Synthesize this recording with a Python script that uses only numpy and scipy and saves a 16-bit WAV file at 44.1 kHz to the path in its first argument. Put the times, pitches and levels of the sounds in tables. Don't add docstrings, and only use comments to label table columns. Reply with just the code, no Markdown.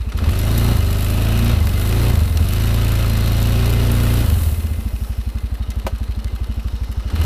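import sys
import numpy as np
from scipy import signal
from scipy.fft import rfft, irfft, next_fast_len
from scipy.io import wavfile
from scipy.ndimage import uniform_filter1d, map_coordinates

SR = 44100
rng = np.random.default_rng(int(sys.argv[2]) if len(sys.argv) > 2 else 0)


def output_pcm(signal):
    pcm = np.clip(np.atleast_2d(signal).T, -1, 1) * 32767
    wavfile.write(sys.argv[1], SR, np.round(pcm).astype(np.int16))


N = 319725
T = np.arange(N) / SR

IDLE_HZ, CLUTCH_HZ, CRUISE_HZ = 12.436, 18.214, 29
GRIP_HZ = 7.15
DRAG_LOAD = 0.26
GULP_DB_PER_HZ = 0.39
BOOM_DB = 3

# base level at idle in dB,
# dB per doubling of speed, dB more under load, dB per firing/s above cruise under load,
# dB more while the revs flare against a slipping clutch.
EXHAUST_LAW = (-21.5, 4.5, 0.3, 0.37, 1.5)
INTAKE_LAW = (-42, 11.5, -1, 0.62, 5)
CASING_LAW = (-45.5, 9.5, 1.5, 0.2, 3.5)
VALVE_LAW = (-54.5, 13, .3, -0.74, 3.5)
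# frequency in Hz, relative level in dB.
INTAKE_SPECTRUM = [(60, -67), (150, 4.5), (250, 4), (340, -0.5), (450, 0), (620, -4), (780, -4), (1100, -8),
                   (1600, -13.5), (4000, -70)]
# frequency in Hz, relative level in dB.
VALVE_SPECTRUM = [(1500, -19.5), (4000, -1.5), (6500, -6), (7800, -0.5), (8600, -14), (9400, -2),
                  (10100, -7), (10800, 1.5), (11300, 0.5), (12400, -2), (13000, 8), (13700, -7),
                  (15300, -9.5)]


def engine():
    speed = revs()
    opening, aim = throttle()
    spin = np.clip((speed - IDLE_HZ) / (CLUTCH_HZ - IDLE_HZ), 0, 1)
    grip = np.clip((speed - CLUTCH_HZ) / GRIP_HZ, 0, 1)
    load = np.clip(np.maximum(opening * grip, DRAG_LOAD * spin), 0, 1)
    flare = opening * (1 - grip)
    cycle = np.cumsum(speed) / SR + .06

    exhaust_db = loudness(EXHAUST_LAW, speed, load, flare)
    casing_db = loudness(CASING_LAW, speed, load, flare)
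    intake_db = loudness(INTAKE_LAW, speed, load, flare) + GULP_DB_PER_HZ * aim
    valve_db = loudness(VALVE_LAW, speed, load, flare) + 0.58 * wobble(7)

    growl = amp(intake_db + 6.0) * roar(cycle, speed, waver_db=1.9, drift_db=3.0, even_db=1.5)
    pulling = amp(exhaust_db) * drone(cycle, speed, firing_lead=.1) + growl
    coasting = amp(exhaust_db + BOOM_DB * spin) * thuds(
        cycle, speed, coast_lead_s=0.0098, idle_lead_s=0.0118, ring_lead_s=0.00391, ring_db=-17.5)
    gulps = unit(1 + 0.2 * np.cos(2 * np.pi * (cycle - .75))) * rng.standard_normal(N)
    intake = amp(intake_db - .5 - 4.5 * load) * colour(gulps, INTAKE_SPECTRUM)
    ticks = rattle(cycle, load, t60=0.022, bed=0.093, scatter_db=6.0)
    valves = amp(valve_db - 1.0 + 1.38 * load) * colour(ticks, VALVE_SPECTRUM)
    clatter = amp(casing_db) * casing(cycle, load)
    return np.sqrt(load) * pulling + np.sqrt(1 - load) * coasting + intake + clatter + valves


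# frequency in Hz, relative level of a harmonic there in dB.
LOADED_EXHAUST = [(28, -9), (57, 0), (86, -3), (117, -1)]


def drone(cycle, speed, firing_lead, count=5):
    tone = 0
    for k in range(1, count):
        turns = cycle + firing_lead * (k % 2)
        tone = tone + amp(along(LOADED_EXHAUST, k * speed)) * np.cos(2 * np.pi * k * turns)
    return -unit(tone)


# frequency in Hz, relative level in dB.
ROAR_SPECTRUM = [(140, 2), (175, -3), (205, 0.5), (232, 1.5), (262, -6.5), (292, -3.5), (322, -6.5),
                 (385, -6.5), (450, -16), (570, -11), (680, -15), (780, -21), (1200, -23.5)]


def roar(cycle, speed, waver_db, drift_db, even_db, order=5, count=40):
    tone = np.zeros(N)
    knots = T[::SR // 25]
    knot_speed = np.interp(knots, T, speed)
    for k in range(order, count):
        level_db = along(ROAR_SPECTRUM, k * knot_speed) + waver_db * rng.standard_normal(len(knots))
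        drift = unit(uniform_filter1d(rng.standard_normal(len(knots)), size=14))
        level_db += even_db * (k % 2 == 0) + drift_db * drift
        phase = 2 * np.pi * (k * cycle + rng.random())
        tone += np.interp(T, knots, amp(level_db)) * np.cos(phase)
    return unit(tone)


# frequency in Hz, relative level in dB.
COASTING_THUD = [(8, -18), (25, -19.5), (52, -10.5), (71, -3), (79, 8), (87, -2), (118, -12.5),
                 (160, -29.5), (300, -44), (900, -91)]
# frequency in Hz, relative level in dB.
IDLE_THUD = [(4, -33), (14, -8), (30, -18.5), (54, 12), (80, 2.5), (110, -3), (160, -26), (300, -62),
             (900, -103)]
# frequency in Hz, relative level in dB.
MUFFLER_RING = [(60, -53), (160, -16.5), (218, 5.5), (255, -10.5), (285, -8), (340, -23), (450, -45),
                (600, -28), (1500, -76)]


def thuds(cycle, speed, coast_lead_s, idle_lead_s, ring_lead_s, ring_db):
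    size = np.sqrt(SR / speed)
    booms = size * strokes(cycle + coast_lead_s * speed, 0, scatter_db=1.6)
    puffs = size * strokes(cycle + idle_lead_s * speed, 0, scatter_db=0.9)
    puffs[0] = size[0]
    slaps = size * strokes(cycle + ring_lead_s * speed, 0, scatter_db=2.5)
    fast = np.clip((speed - 12.5) / 1.6, 0, 1)
    pipe = fast * colour(booms, COASTING_THUD) + (1 - fast) * colour(puffs, IDLE_THUD)
    pipe /= np.sqrt(np.abs(uniform_filter1d(pipe ** 2, SR // 6)) + 1e-9)
    return pipe + amp(ring_db) * colour(slaps, MUFFLER_RING)


def strokes(cycle, phase, scatter_db):
    at = np.flatnonzero(np.diff(np.floor(cycle - phase)) > 0)
    train = np.zeros(N)
    train[at] = amp(scatter_db * rng.standard_normal(512)[:len(at)])
    return train


# frequency in Hz, relative level in dB.
CASING_SPECTRUM = [(500, -33), (1100, -3), (1500, -4.5), (1850, -3.5), (2300, -9), (3300, -6.5),
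                   (4500, -9.5), (5300, -12), (6800, -20.5), (9000, -16), (15000, -34)]
# frequency in Hz, bandwidth in Hz, level in dB when pulling,
# level in dB with the throttle shut, both before a slow random drift.
CASING_MODES = [(1276, 74, -10.5, -13), (1442, 110, -14, -26), (2066, 20, -14, -13), (2558, 220, -7.5, -9),
                (2923, 120, -10, -11), (3746, 59, -12, -14.5), (4150, 100, -12, -12),
                (5900, 140, -19, -21.5)]


def casing(cycle, load):
    clatter = rattle(cycle, load, t60=0.028, bed=0.82, scatter_db=2.0)
    sound = amp(-2.5) * colour(clatter, CASING_SPECTRUM)
    for hz, width, pull_db, shut_db in CASING_MODES:
        ring = resonate(rattle(cycle, load, t60=0.045, bed=0.84, scatter_db=5.0), hz, width)
        drift_db = 1.8 * wobble(4)
        sound += amp(load * pull_db + (1 - load) * shut_db + drift_db) * ring
    return sound


# phase (0-1), strength in dB weighted by the load,
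# strength in dB weighted by 1.5 minus the load.
VALVE_CONTACTS = [(0.169, -37, 0), (0.239, -1, -1.5), (0.292, -10, 2), (.55, -11, -3.5), (0.64, -1, -4),
                  (0.729, 1, -7), (.79, -1.5, -4), (.95, -1, -4.5)]


def rattle(cycle, load, t60, bed, scatter_db):
    phase, hard_db, soft_db = np.transpose(VALVE_CONTACTS)
    turns = np.arange(int(cycle[-1]) + 1)[:, None]
    slack, force = rng.standard_normal((2, len(turns), len(VALVE_CONTACTS)))
    at = np.minimum(np.searchsorted(cycle, turns + phase + .012 * slack), N - 1)
    size = amp(load[at] * hard_db + (1.5 - load[at]) * soft_db + scatter_db * force)
    size = size * (at < N - 1)
    hits = np.bincount(at.ravel(), size.ravel() ** 2, N)
    power = signal.lfilter([1], [1, -amp(-60 / (t60 * SR)) ** 2], hits)
    power /= np.abs(uniform_filter1d(power, SR // 3)) + 1e-9
    return np.sqrt((power + abs(bed)) / (1 + abs(bed))) * rng.standard_normal(N)


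def loudness(law, speed, load, flare):
    idle_db, doubling_db, load_db, strain_db, flare_db = law
    speed_db = doubling_db * np.log2(speed / IDLE_HZ)
    return idle_db + speed_db + load * (load_db + strain_db * (speed - CRUISE_HZ)) + flare_db * flare


# start of the rise in seconds, start of the fall in seconds,
# speed it pulls towards in firings/s, lag of the climb in seconds.
SQUEEZES = [(0.164, 0.717, 31.82, 0.286), (0.84, 1.518, 32.658, 0.715), (1.684, 2.095, 33.553, 0.333),
            (2.384, 4.215, 29.381, 0.122), (7.116, 7.6, 29, 0.3)]
# middle in seconds,
# firings/s lost, width in seconds.
SPEED_SAGS = [(3.142, 1.526, 0.349), (5.023, 1.328, 0.565)]
FLARE_HZ_PER_S, RUN_DOWN_S = 69.152, .29


def revs():
    speed = np.full(N, float(IDLE_HZ))
    for opens, shuts, top, lag in SQUEEZES:
        age, start = np.maximum(T - opens, 0), np.interp(opens, T, speed)
        climb = top - (top - max(start, CLUTCH_HZ)) * np.exp(-age / lag)
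        speed = np.where(T > opens, np.minimum(start + FLARE_HZ_PER_S * age, climb), speed)
        excess = np.interp(shuts, T, speed) - IDLE_HZ
        fall = excess * np.exp(-np.maximum(T - shuts, 0) / RUN_DOWN_S)
        speed = np.where(T > shuts, IDLE_HZ + fall, speed)
    return speed - sum(lost * swell(s, width) for s, lost, width in SPEED_SAGS)


OPEN_LEAD_S, OPEN_S, SHUT_S = 0.057, 0.044, 0.051


def throttle():
    opening, aim = np.zeros(N), np.zeros(N)
    for opens, shuts, top, lag in SQUEEZES:
        rise = (T - opens + OPEN_LEAD_S) / OPEN_S
        squeeze = np.clip(np.minimum(rise, 1 - (T - shuts) / SHUT_S), 0, 1)
        opening = np.maximum(opening, squeeze)
        aim = aim + squeeze * (top - CRUISE_HZ)
    return opening, aim


# start in seconds,
# relative level in dB.
CLANKS = [(0.121, -17.5), (0.187, -16.5), (0.24, -19), (0.289, -16.5), (0.332, -16.5), (7.101, -18),
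          (7.161, -18.5), (7.214, -18)]


def clanks():
    jolts = sum(amp(db - 15) * burst(s, t60=0.046) for s, db in CLANKS)
    return colour(jolts, CASING_SPECTRUM) + amp(-0.5) * resonate(jolts, hz=1280, width=170)


# start in seconds, relative level in dB.
KNOCKS = [(5.866, -18.5)]
# frequency in Hz, relative level in dB,
# time to fall 60 dB in seconds.
PANEL_MODES = [(376, 0.5, 0.071), (535, 6, 0.062), (640, 4, 0.089), (805, -5, .05), (943, 8.5, 0.026),
               (1263, -3.5, 0.063), (1520, -7.5, 0.091), (2340, -2.5, 0.033)]
# frequency in Hz, relative level in dB.
CRACK_SPECTRUM = [(300, -8), (700, 7), (1500, -8.5), (4100, -10), (5500, -15.5), (13000, -18), (15000, -25)]


def knocks():
    sound = np.zeros(N)
    for s, db in KNOCKS:
        age = np.clip(T - s, 0, 1)
        ring = np.zeros(N)
        for k, (hz, level, t60) in enumerate(PANEL_MODES):
            ring += amp(level - 60 * age / t60) * np.sin(2 * np.pi * hz * age) * (-1) ** k
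        sound += amp(db - 5.0) * ring + amp(db - 3.5) * colour(burst(s, t60=0.089), CRACK_SPECTRUM)
    return sound


# start in seconds, relative level in dB, centre in Hz,
# time to fall 60 dB in seconds.
SNAPS = [(1.6708, -16.5, 2050, 0.018), (1.926, -18, 2480, 0.014), (2.373, -14, 3700, 0.014),
         (3.3812, -22, 4150, 0.011), (5.7036, -24, 5770, 0.027), (5.7073, -36, 3830, 0.016),
         (5.789, -34, 2540, 0.015), (6.245, -18, 3070, 0.0068), (7.215, -28, 4270, 0.012)]


def snaps():
    sound = np.zeros(N)
    for s, db, hz, t60 in SNAPS:
        spectrum = [(hz / 8, -25), (hz / 2, -5), (hz, 0), (hz * 3, -12)]
        sound += amp(db - 4.5) * colour(burst(s, t60), spectrum, size=2048)
    return sound


# frequency in Hz, relative level in dB.
BLADE_SPECTRUM = [(400, 8.5), (1500, -10.5), (3500, -11), (6300, -7.5), (9000, -0.5), (12000, 3),
                  (15300, -1.5)]
# peak time in seconds, level in dB before flutter and crackle,
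# rise in seconds, fall in seconds.
TUSSOCKS = [(.62, -37.5, .2, 0.29), (1.05, -39, .1, 0.35), (1.85, -38, .3, 0.97), (3.3, -58, 0.11, .2),
            (4.43, -32.5, 0.58, .15), (5.0, -47, 0.55, .25)]
GRASS_REST_DB, GRASS_ROLL_DB = -58, -43.5


def grass():
    power = amp(GRASS_REST_DB) ** 2 + (amp(GRASS_ROLL_DB) * rolling()) ** 2
    for s, db, rise, fall in TUSSOCKS:
        envelope = np.exp(-np.abs(T - s) / np.where(T < s, rise, fall))
        power = power + (amp(db) * envelope) ** 2
    crackles = rng.random(N) < 150 / SR
    crackles = crackles * rng.standard_normal(N) * amp(2 * rng.standard_normal(N))
    swish = rng.standard_normal(N) + 0.38 * unit(crackles)
    return np.sqrt(power) * amp(0.71 * wobble(11)) * colour(swish, BLADE_SPECTRUM)


GATHER_S, ROLL_OUT_S = 0.23, 1.5


def rolling():
    pace = np.zeros(N)
    for opens, shuts, top, lag in SQUEEZES:
        gathering = np.minimum(np.interp(opens, T, pace) + (T - opens) / GATHER_S, 1)
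        pace = np.where(T > opens, gathering, pace)
        slowing = np.maximum(np.interp(shuts, T, pace) - (T - shuts) / ROLL_OUT_S, 0)
        pace = np.where(T > shuts, slowing, pace)
    return pace


# middle in seconds, level in dB,
# half length in seconds (to 1/e of the peak).
SIZZLES = [(5.08, -54.5, .25), (6.9, -54.5, 0.41)]


def sizzle():
    level = sum(amp(db) * swell(s, width) for s, db, width in SIZZLES)
    return level * resonate(rng.standard_normal(N), hz=5350, width=620)


def amp(db):
    return 10 ** (np.asarray(db) / 20)


def unit(x):
    return x / np.sqrt(np.mean(x ** 2) + 1e-20)


def along(points, hz):
    f, v = np.transpose(points)
    return np.interp(np.log(hz + 1), np.log(f + 1), v)


def wobble(rate):
    return map_coordinates(rng.standard_normal(int(N * rate / SR) + 4), [T * rate], order=2)


def swell(s, width):
    return np.exp(-((T - s) / width) ** 2)


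def burst(s, t60):
    age = T - s
    return (age >= 0) * amp(-60 * np.abs(age) / t60) * rng.standard_normal(N)


def resonate(x, hz, width):
    b, a = signal.iirpeak(hz, hz / width, SR)
    return signal.lfilter(b, a, x) * np.sqrt(SR / (np.pi * width))


def colour(x, points, size=16384):
    hz = np.fft.rfftfreq(size, 1 / SR)
    cepstrum = irfft(np.log(amp(along(points, hz))))
    cepstrum[1:size // 2] *= 2
    cepstrum[size // 2 + 1:] = 0
    response = irfft(np.exp(rfft(cepstrum)))
    return signal.fftconvolve(x, response / np.linalg.norm(response))[:N]


def scene():
    return (engine() + clanks() + sizzle() + grass() + snaps() + knocks())[None]


TOP_HZ = 15400


def record(dry):
    size = next_fast_len(N + SR // 4)
    passed = np.fft.rfftfreq(size, 1 / SR) < TOP_HZ
    return irfft(rfft(dry, size) * passed, size)[..., :N]


dry = scene()
out = record(dry)
output_pcm(out)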